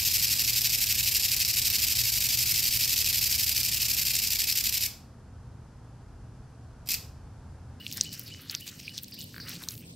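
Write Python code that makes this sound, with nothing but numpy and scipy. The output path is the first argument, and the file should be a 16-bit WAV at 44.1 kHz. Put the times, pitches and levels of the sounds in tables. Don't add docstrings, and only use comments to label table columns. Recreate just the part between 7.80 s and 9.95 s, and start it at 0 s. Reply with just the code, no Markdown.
import sys
import numpy as np
from scipy import signal
from scipy.fft import rfft, irfft, next_fast_len
from scipy.io import wavfile
from scipy.ndimage import uniform_filter1d

SR = 44100
rng = np.random.default_rng(int(sys.argv[2]) if len(sys.argv) > 2 else 0)


def log_audio(samples):
    frames = np.atleast_2d(samples).T
    limited = np.clip(frames, -1, 1)
    pcm = np.round(limited * 32767).astype(np.int16)
    wavfile.write(sys.argv[1], SR, pcm)


def volts_from_decibels(level):
    exponent = np.asarray(level, float) / 20
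    return 10 ** exponent


N = 94815
T = np.arange(N) / SR

# time in seconds, peak level in dB, centre in Hz,
# time to die by 60 dB in ms, width in octaves.
SNAPS = [(0.0647, -18.5, 3300, 14, 0.74), (0.0787, -29, 5450, 5.4, 1), (0.103, -31, 5000, 4, 1.4),
         (.1136, -26, 3630, 4, 1.06), (0.1244, -19, 6500, 5, 0.91), (0.133, -29, 5000, 4, 1),
         (0.14, -32, 4000, 3.5, 1.3), (0.171, -22, 6700, 5.3, 1.9), (0.2005, -33, 3630, 3.6, 0.98),
         (0.2098, -1.5, 5350, 8.6, 0.96), (.2423, -31.5, 4340, 5, 0.28), (0.2467, -28.5, 7600, 5.7, 0.33),
         (0.291, -31, 5070, 3.3, 0.57), (0.3166, -35, 4830, 5, 0.21), (.3273, -25.5, 5360, 6, 1.2),
         (.376, -34, 6250, 5, 0.46), (.395, -45, 7310, 6, 1.3), (0.478, -33, 4560, 4.8, 0.89),
         (.5385, -31.5, 4600, 4.6, 0.52), (0.546, -33.5, 2650, 5.1, 1.1), (.618, -47, 4830, 4.8, 1),
         (.6833, -39, 5490, 5, 0.74), (0.6964, -18.5, 4640, 5.3, 0.45), (0.7099, -22.5, 4860, 4.5, 1.2),
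         (0.7195, -33, 2830, 5, 1.1), (.7236, -37, 3400, 5, 0.72), (.7252, -36, 3330, 5.5, 0.54),
         (0.7278, -33, 2900, 5, .9), (0.7314, -30, 2700, 6.4, 0.69), (0.7421, -29, 3180, 6, 0.71),
         (0.7443, -31, 3200, 5, 1.2), (0.7492, -11.5, 4060, 3, 1.16), (0.877, -25, 5000, 4, 0.79),
         (0.8875, -32.5, 4600, 6, 0.24), (0.9926, -46, 3500, 6, 1.7), (0.998, -38, 4500, 7.8, 0.65),
         (1.0781, -25, 2590, 14, 0.24), (1.093, -28.5, 3400, 8.9, 0.93), (1.156, -36.5, 3900, 4, 0.78),
         (1.1785, -16, 4530, 11, 0.89), (1.1868, -23.5, 3800, 2.9, 0.6), (1.243, -27, 5370, 4.9, 0.8),
         (1.2818, -36, 4870, 5.4, 0.36), (1.32, -41, 2100, 8, 1.05), (1.3877, -35, 4500, 6, 0.35),
         (1.406, -27, 4750, 4.8, 0.53), (1.413, -24.5, 5640, 4.6, 1.16), (1.683, -31, 4070, 8.7, 0.32),
         (1.7145, -30.5, 3570, 7, 0.37), (1.732, -36, 3020, 5, 1.3), (1.7531, -31.5, 3720, 4.4, 0.59),
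         (1.762, -32.5, 4500, 8.7, 0.28), (1.8359, -30, 4000, 2.7, 0.26), (1.8858, -15, 5050, 17, 0.83),
         (1.907, -26, 6200, 4.5, 0.69), (1.952, -32.5, 5030, 3.8, 1.1), (1.82, -37, 1440, 4.7, 1.7),
         (1.8751, -43, 1170, 8, 0.65), (1.9778, -32.5, 4300, 5, 1.7), (2.077, -47, 4400, 7.4, 0.41),
         (2.106, -50, 4100, 6, .4), (2.136, -46.5, 3830, 6, 0.41)]
# time in seconds, peak level in dB, time to die by 60 dB in ms.
SPITS = [(0.065, -28, 4.9), (0.1017, -37, 6), (0.113, -24, 4.8), (0.1278, -17, 6), (0.1721, -14, 6),
         (0.235, -19, 6), (0.3303, -18, 6), (0.394, -14, 7.7), (0.4363, -30, 6.1), (0.7133, -19.5, 6.6),
         (0.7457, -25, 9.3), (0.7961, -36, 6.7), (0.8076, -22.5, 8.2), (0.8684, -32, 6.8), (1.1755, -28, 6),
         (1.1838, -24, 7), (1.2136, -38, 6), (1.233, -19.5, 14), (1.281, -30, 6.8), (1.3107, -31, 6),
         (1.3418, -26, 6), (1.389, -29, 6), (1.392, -27, 6), (1.4405, -21.5, 6.1), (1.579, -33, 6.6),
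         (1.6777, -28, 6), (1.6928, -18, 6.6), (1.8003, -31, 7), (1.829, -29, 6), (1.8855, -18.5, 6.8),
         (1.953, -32, 6), (1.9775, -27, 6.5)]
SPIT_HZ, SPIT_OCTAVES = 13900, 1
ONSET_MS = 1
TAIL_DB, TAIL_S = -24.5, 0.025

# time in seconds, crackle of the mud in dB, spray of the water film in dB.
PRESSURE = [(0.0, -58, -63.5), (0.12, -49.5, -53.5), (0.25, -51, -62), (0.45, -52.5, -57.5),
            (0.54, -52.5, -59), (0.84, -55.5, -57), (0.99, -54, -57), (1.18, -56, -62.5),
            (1.31, -57.5, -66), (1.46, -55.5, -64), (1.67, -57, -56.5), (1.81, -51.5, -63),
            (1.86, -58, -60), (2.01, -57.5, -58.5), (2.15, -65.5, -69)]
# start in seconds, length in seconds, crackle in dB, spray in dB.
TEARS = [(0.109, 0.088, -55, -55), (0.168, 0.02, -47.5, -58), (0.189, 0.1, -52.5, -52),
         (0.316, 0.042, -49, -46), (0.332, 0.1, -55.5, -59), (0.47, 0.015, -74, -52),
         (0.608, 0.022, -64, -56), (0.688, 0.045, -46, -52), (0.745, 0.014, -46, -54),
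         (0.797, 0.017, -50, -57), (0.859, 0.044, -45.5, -49.5), (0.989, 0.016, -44, -74),
         (1.131, 0.031, -50.5, -69), (1.153, 0.056, -48.5, -74), (1.22, 0.028, -55, -44),
         (1.27, 0.055, -61, -61), (1.332, 0.022, -56, -52), (1.381, 0.06, -49.5, -46.5),
         (1.667, 0.056, -46, -52), (1.708, 0.075, -50.5, -55), (1.816, 0.038, -53.5, -53),
         (1.881, 0.079, -52.5, -51.5), (1.96, 0.062, -59, -57)]
# centre in Hz, relative level in dB.
CRACKLE = [(900, -14.5), (1400, -19.5), (2000, -6), (2800, 3), (3800, 5), (5000, 6.5), (6400, 1.5),
           (7800, -7.5)]
# centre in Hz, relative level in dB.
SPRAY = [(10200, -9.5), (11800, 4.5), (13400, 7), (15000, 5.5)]
GRAINS_PER_S, GRAIN_SPREAD_DB, LARGEST_GRAIN_DB = 1300, 6.5, 11
SHARED, BED = 0.67, 0.31
# time in seconds, level in dB.
SQUELCH = [(0.0, -59), (0.13, -85), (0.3, -67.5), (0.37, -56), (0.52, -70.5), (0.64, -59), (0.7, -60),
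           (0.74, -51.5), (0.82, -88), (0.93, -58.5), (1.08, -71.5), (1.41, -88), (1.6, -59), (1.695, -48),
           (1.74, -56), (1.9, -65), (2.03, -77)]
SQUELCH_HZ, SQUELCH_OCTAVES = 1650, 0.88

# time in seconds, peak level in dB.
KNOCKS = [(1.5425, -33), (1.5629, -31), (1.5803, -29), (1.5998, -31.5)]
# pitch in Hz, relative level in dB, time to die by 60 dB in seconds.
ROOT = [(1630, 7, 0.0092), (1820, -3, 0.011), (2130, -8, 0.015), (1300, -26, 0.0051), (4500, 4.5, 0.0075)]

# rasp start in seconds, rasp level in dB,
# time the whistle reaches its top in seconds, whistle level in dB (levels before the fades and the trees).
PHRASES = [(-.05, -42, .011, -42), (.205, -42, .266, -39.5), (0.459, -44, .524, -41), (.76, -43, .824, -42),
           (1.049, -43, 1.109, -46), (1.32, -40.5, 1.39, -43), (1.6, -39, 1.672, -47.5)]
RASP_FROM_HZ, RASP_TO_HZ, RASP_S, RASP_ATTACK_S = 4850, 4250, .055, .003
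RASP_TRILL_HZ, RASP_TRILL_DEPTH_HZ, RASP_ROUGH_HZ = 104, 380, 330
WHISTLE_FROM_HZ, WHISTLE_TO_HZ, WHISTLE_ROUGH_HZ = 2200, 2985, 45
RISE_S, HOLD_S, SWELL_DB = .022, .008, 17
ARCH_HZ = 40
TREES_T60_S, TREES_DB, TREES_GAP_S = .8, -4, .006

# time in seconds, level in dB.
RUMBLE_SWELL = [(0.0, -50), (0.07, -49), (0.29, -46.5), (0.36, -50.5), (0.41, -47.5), (0.95, -52.5),
                (0.97, -48), (1.24, -51.5), (1.55, -47), (1.57, -48.5), (1.77, -44), (1.79, -49),
                (2.1, -47.5), (2.15, -48)]
# frequency in Hz, relative level in dB per Hz.
RUMBLE = [(15, -17), (25, -24), (53, -13), (92, 0.5), (113, 2.5), (222, -6.5), (256, -5), (346, -15),
          (468, -18.5), (514, -19.5), (663, -25.5), (1100, -35), (1430, -87), (2420, -120)]
# time in seconds, upper insect in dB, lower insect in dB.
INSECTS = [(0, -70, -85), (.5, -83, -88), (.85, -65.5, -80), (1.15, -67, -77), (1.35, -73, -68),
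           (1.6, -73, -64), (1.85, -62, -65), (2.15, -69, -68)]
INSECT_WIDTH_HZ, INSECT_PULSES_HZ, INSECT_DEPTH = 95, 70, .55

# frequency in Hz, relative level in dB.
UNLIKE = [(60, -35), (110, -47), (200, -42), (380, -20), (700, -16), (1290, -3), (2380, -12), (4400, -12),
          (8120, -8), (15000, -7)]
SMEAR_DB = -10.5
# frequency in Hz, relative level in dB per Hz.
HISS = [(24, -37), (40, -13.5), (513, -3.5), (785, -9.5), (959, -5.5), (1580, -16), (2030, -9), (4410, -7),
        (9110, -14), (13600, -3.5), (15800, -17)]
HISS_DB = -70

DIP_HZ, DIP_WIDTH_HZ, DIP_DEPTH = 9250, 600, .8
TOP_HZ = 15650


def breaks():
    out = np.zeros(N)
    lead = 2 * ONSET_MS / 1000
    for (s, db, hz, ms, octaves), noise in zip(SNAPS, rng.standard_normal((len(SNAPS), 2048))):
        add(out, s - lead, burst(noise, db, hz, ms, octaves))
    for (s, db, ms), noise in zip(SPITS, rng.standard_normal((len(SPITS), 2048))):
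        add(out, s - lead, burst(noise, db, SPIT_HZ, ms, SPIT_OCTAVES))
    return out


def burst(noise, db, hz, decay_ms, octaves):
    t = np.arange(len(noise)) / SR - 3 * ONSET_MS / 1000
    after = np.maximum(t, 0)
    build = np.where(t < 0, np.exp(np.minimum(t, 0) / (.5 * ONSET_MS / 1000)), 1)
    step = np.arange(len(t)) == np.argmax(t >= 0)
    fade = np.exp(-np.log(1000) * after / (max(decay_ms, .3) / 1000))
    push = (0.33 * noise + 3.5 * step) * build * fade
    crack = band(push, hz, octaves, order=3)
    tail = band(noise[::-1], hz, octaves + 0.27, order=3)
    tail_fade = build * np.exp(-np.log(1000) * after / TAIL_S)
    tail = tail / tail.std() * volts_from_decibels(TAIL_DB) * tail_fade
    return volts_from_decibels(db) * (crack / np.abs(crack).max() + tail)


def mud():
    crackle = fizz(CRACKLE, 0.54) * effort(axis=1)
    spray = fizz(SPRAY, 0.31) * effort(axis=2)
    squelch = band(grains(700, 2.9) + 0.42 * rng.standard_normal(N), SQUELCH_HZ, SQUELCH_OCTAVES)
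    squelch = level(squelch * volts_from_decibels(2.1 * walk(14.24)), 0) * curve(SQUELCH)
    return crackle + spray + squelch


def effort(axis):
    out = curve(PRESSURE, axis=axis)
    for row in TEARS:
        swell = np.sqrt(np.hanning(int(row[1] * SR)))
        add(out, row[0], volts_from_decibels(row[axis + 1]) * swell)
    return out


def fizz(bands, octaves):
    shared = grains(GRAINS_PER_S, GRAIN_SPREAD_DB)
    out = 0
    for hz, db in bands:
        own = grains(GRAINS_PER_S, GRAIN_SPREAD_DB)
        mix = SHARED * shared + (1 - SHARED) * own + BED * rng.standard_normal(N)
        flicker = 3.18 * walk(25.31)
        out = out + volts_from_decibels(db + flicker) * level(band(mix, hz, octaves), 0)
    return level(out, 0)


def grains(rate, spread_db):
    when = rng.random(N) < rate * volts_from_decibels(4.0 * walk(25)) / SR
    size = when * volts_from_decibels(np.minimum(spread_db * rng.exponential(size=N), LARGEST_GRAIN_DB))
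    shape = signal.lfilter([1], [1, -np.exp(-1 / (0.00041 * SR))], size)
    return level(shape * rng.standard_normal(N), 0)


def creak():
    out, t = np.zeros(N), np.arange(1024) / SR
    ring = 0
    for hz, db, t60 in ROOT:
        ring = ring + volts_from_decibels(db) * np.sin(2 * np.pi * hz * t) * np.exp(-np.log(1000) * t / t60)
    ring = ring * (1 - np.exp(-t / 0.00049))
    for s, db in KNOCKS:
        add(out, s + 0.00045, volts_from_decibels(db) * ring / np.abs(ring).max())
    return out


def bird():
    pad = SR // 10
    out = np.zeros(N)
    for rasp_s, rasp_db, top_s, whistle_db in PHRASES:
        add(out, rasp_s + pad / SR, volts_from_decibels(rasp_db) * rasp())
        add(out, top_s - RISE_S + pad / SR, volts_from_decibels(whistle_db) * whistle())
    t = np.arange(SR // 2) / SR
    trees = rng.standard_normal(len(t)) * np.exp(-np.log(1000) * t / TREES_T60_S) * (t > TREES_GAP_S)
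    wet = signal.fftconvolve(out, level(trees, TREES_DB) / np.sqrt(len(t)))
    return (np.pad(out, (0, len(t) - 1)) + wet)[pad:pad + N]


def rasp():
    t = np.arange(int(RASP_S * SR)) / SR
    hz = RASP_FROM_HZ + (RASP_TO_HZ - RASP_FROM_HZ) * t / RASP_S
    hz = hz + RASP_TRILL_DEPTH_HZ * np.sin(2 * np.pi * RASP_TRILL_HZ * t)
    wobble = uniform_filter1d(rng.standard_normal(4096), size=40)[:len(t)] * np.sqrt(40)
    hz = hz + RASP_ROUGH_HZ * wobble
    shape = np.minimum(t / RASP_ATTACK_S, 1) * (1 - t / RASP_S) ** 0.64
    return shape * np.sin(2 * np.pi * np.cumsum(hz) / SR)


def whistle():
    t = np.arange(int((RISE_S + HOLD_S) * SR)) / SR
    up = np.minimum(t / RISE_S, 1)
    hz = WHISTLE_FROM_HZ + (WHISTLE_TO_HZ - WHISTLE_FROM_HZ) * np.sin(np.pi / 2 * up) ** 1.407
    hz = hz - ARCH_HZ * np.maximum(t - RISE_S, 0) / HOLD_S
    hz = hz + WHISTLE_ROUGH_HZ * uniform_filter1d(rng.standard_normal(len(t)), size=100) * 10
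    ends = np.minimum(np.minimum(t, t[::-1]) / 0.0012, 1)
    return volts_from_decibels(-SWELL_DB * (1 - up)) * ends * np.sin(2 * np.pi * np.cumsum(hz) / SR)


def rumble():
    return level(colour(rng.standard_normal(N), RUMBLE), 0) * curve(RUMBLE_SWELL)


def insects():
    upper = insect(8530, 22) * curve(INSECTS, axis=1)
    lower = insect(8110, 16.5) * curve(INSECTS, axis=2)
    return upper + lower


def insect(hz, chirps_hz):
    smooth = signal.butter(2, INSECT_WIDTH_HZ, fs=SR, output="sos")
    rough = signal.sosfilt(smooth, 1 + rng.standard_normal(N) * 10)
    pulsed = rough * np.sin(2 * np.pi * hz * T) * beat(INSECT_PULSES_HZ) * beat(chirps_hz)
    return level(pulsed, 0)


def beat(rate):
    pace = rate * (1 + 0.101 * walk(8.1))
    return 1 + INSECT_DEPTH * np.sin(2 * np.pi * np.cumsum(pace) / SR)


def level(x, db):
    return x * volts_from_decibels(db) / np.sqrt(np.mean(x ** 2))


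def band(x, hz, octaves, order=2):
    edges = np.clip(hz * 2 ** (np.array([-.5, .5]) * max(octaves, .03)), 20, .47 * SR)
    return signal.sosfilt(signal.butter(order, edges, "bandpass", fs=SR, output="sos"), x)


def curve(table, axis=1):
    rows = np.array(table)
    return volts_from_decibels(np.interp(T, rows[:, 0], rows[:, axis]))


def colour(x, points):
    size = next_fast_len(len(x))
    hz = np.arange(size // 2 + 1) * SR / size + 1
    rows = np.array(points)
    gain = volts_from_decibels(np.interp(np.log(hz), np.log(rows[:, 0]), rows[:, 1]))
    return irfft(rfft(x, size) * gain, size)[:len(x)]


def walk(rate):
    k = int(SR / rate)
    held = np.repeat(rng.standard_normal(N // k + 1), k)
    x = uniform_filter1d(uniform_filter1d(held, k), k)[:N]
    return x / x.std()


def add(out, s, sound):
    i = int(round(s * SR))
    part = sound[max(-i, 0):max(N - i, 0)]
    out[max(i, 0):max(i, 0) + len(part)] += part


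def scene():
    close = breaks()
    wide = mud() + creak() + bird() + rumble() + insects()
    t = np.arange(4096) / SR
    blur = rng.standard_normal(len(t)) * np.exp(-t / 0.017) * (t > .002)
    smeared = signal.fftconvolve(wide, blur / np.sqrt(np.sum(blur ** 2)))[:N]
    hiss = level(colour(rng.standard_normal(N), HISS), HISS_DB) * volts_from_decibels(8.3 * walk(11.68))
    side = volts_from_decibels(SMEAR_DB) * colour(smeared, UNLIKE) + hiss
    return np.array([close + wide + side, close + wide - side])


def roll_off(x):
    return signal.sosfilt(signal.butter(12, 16990, fs=SR, output="sos"), x)


def record(dry):
    peak = signal.lfilter(*signal.iirpeak(DIP_HZ, DIP_HZ / DIP_WIDTH_HZ, fs=SR), dry)
    dipped = dry - DIP_DEPTH * peak
    top_cut = signal.ellip(6, .3, 40, TOP_HZ, fs=SR, output="sos")
    mix = signal.sosfilt(top_cut, dipped)
    return roll_off(mix)


dry = scene()
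out = record(dry)
log_audio(out)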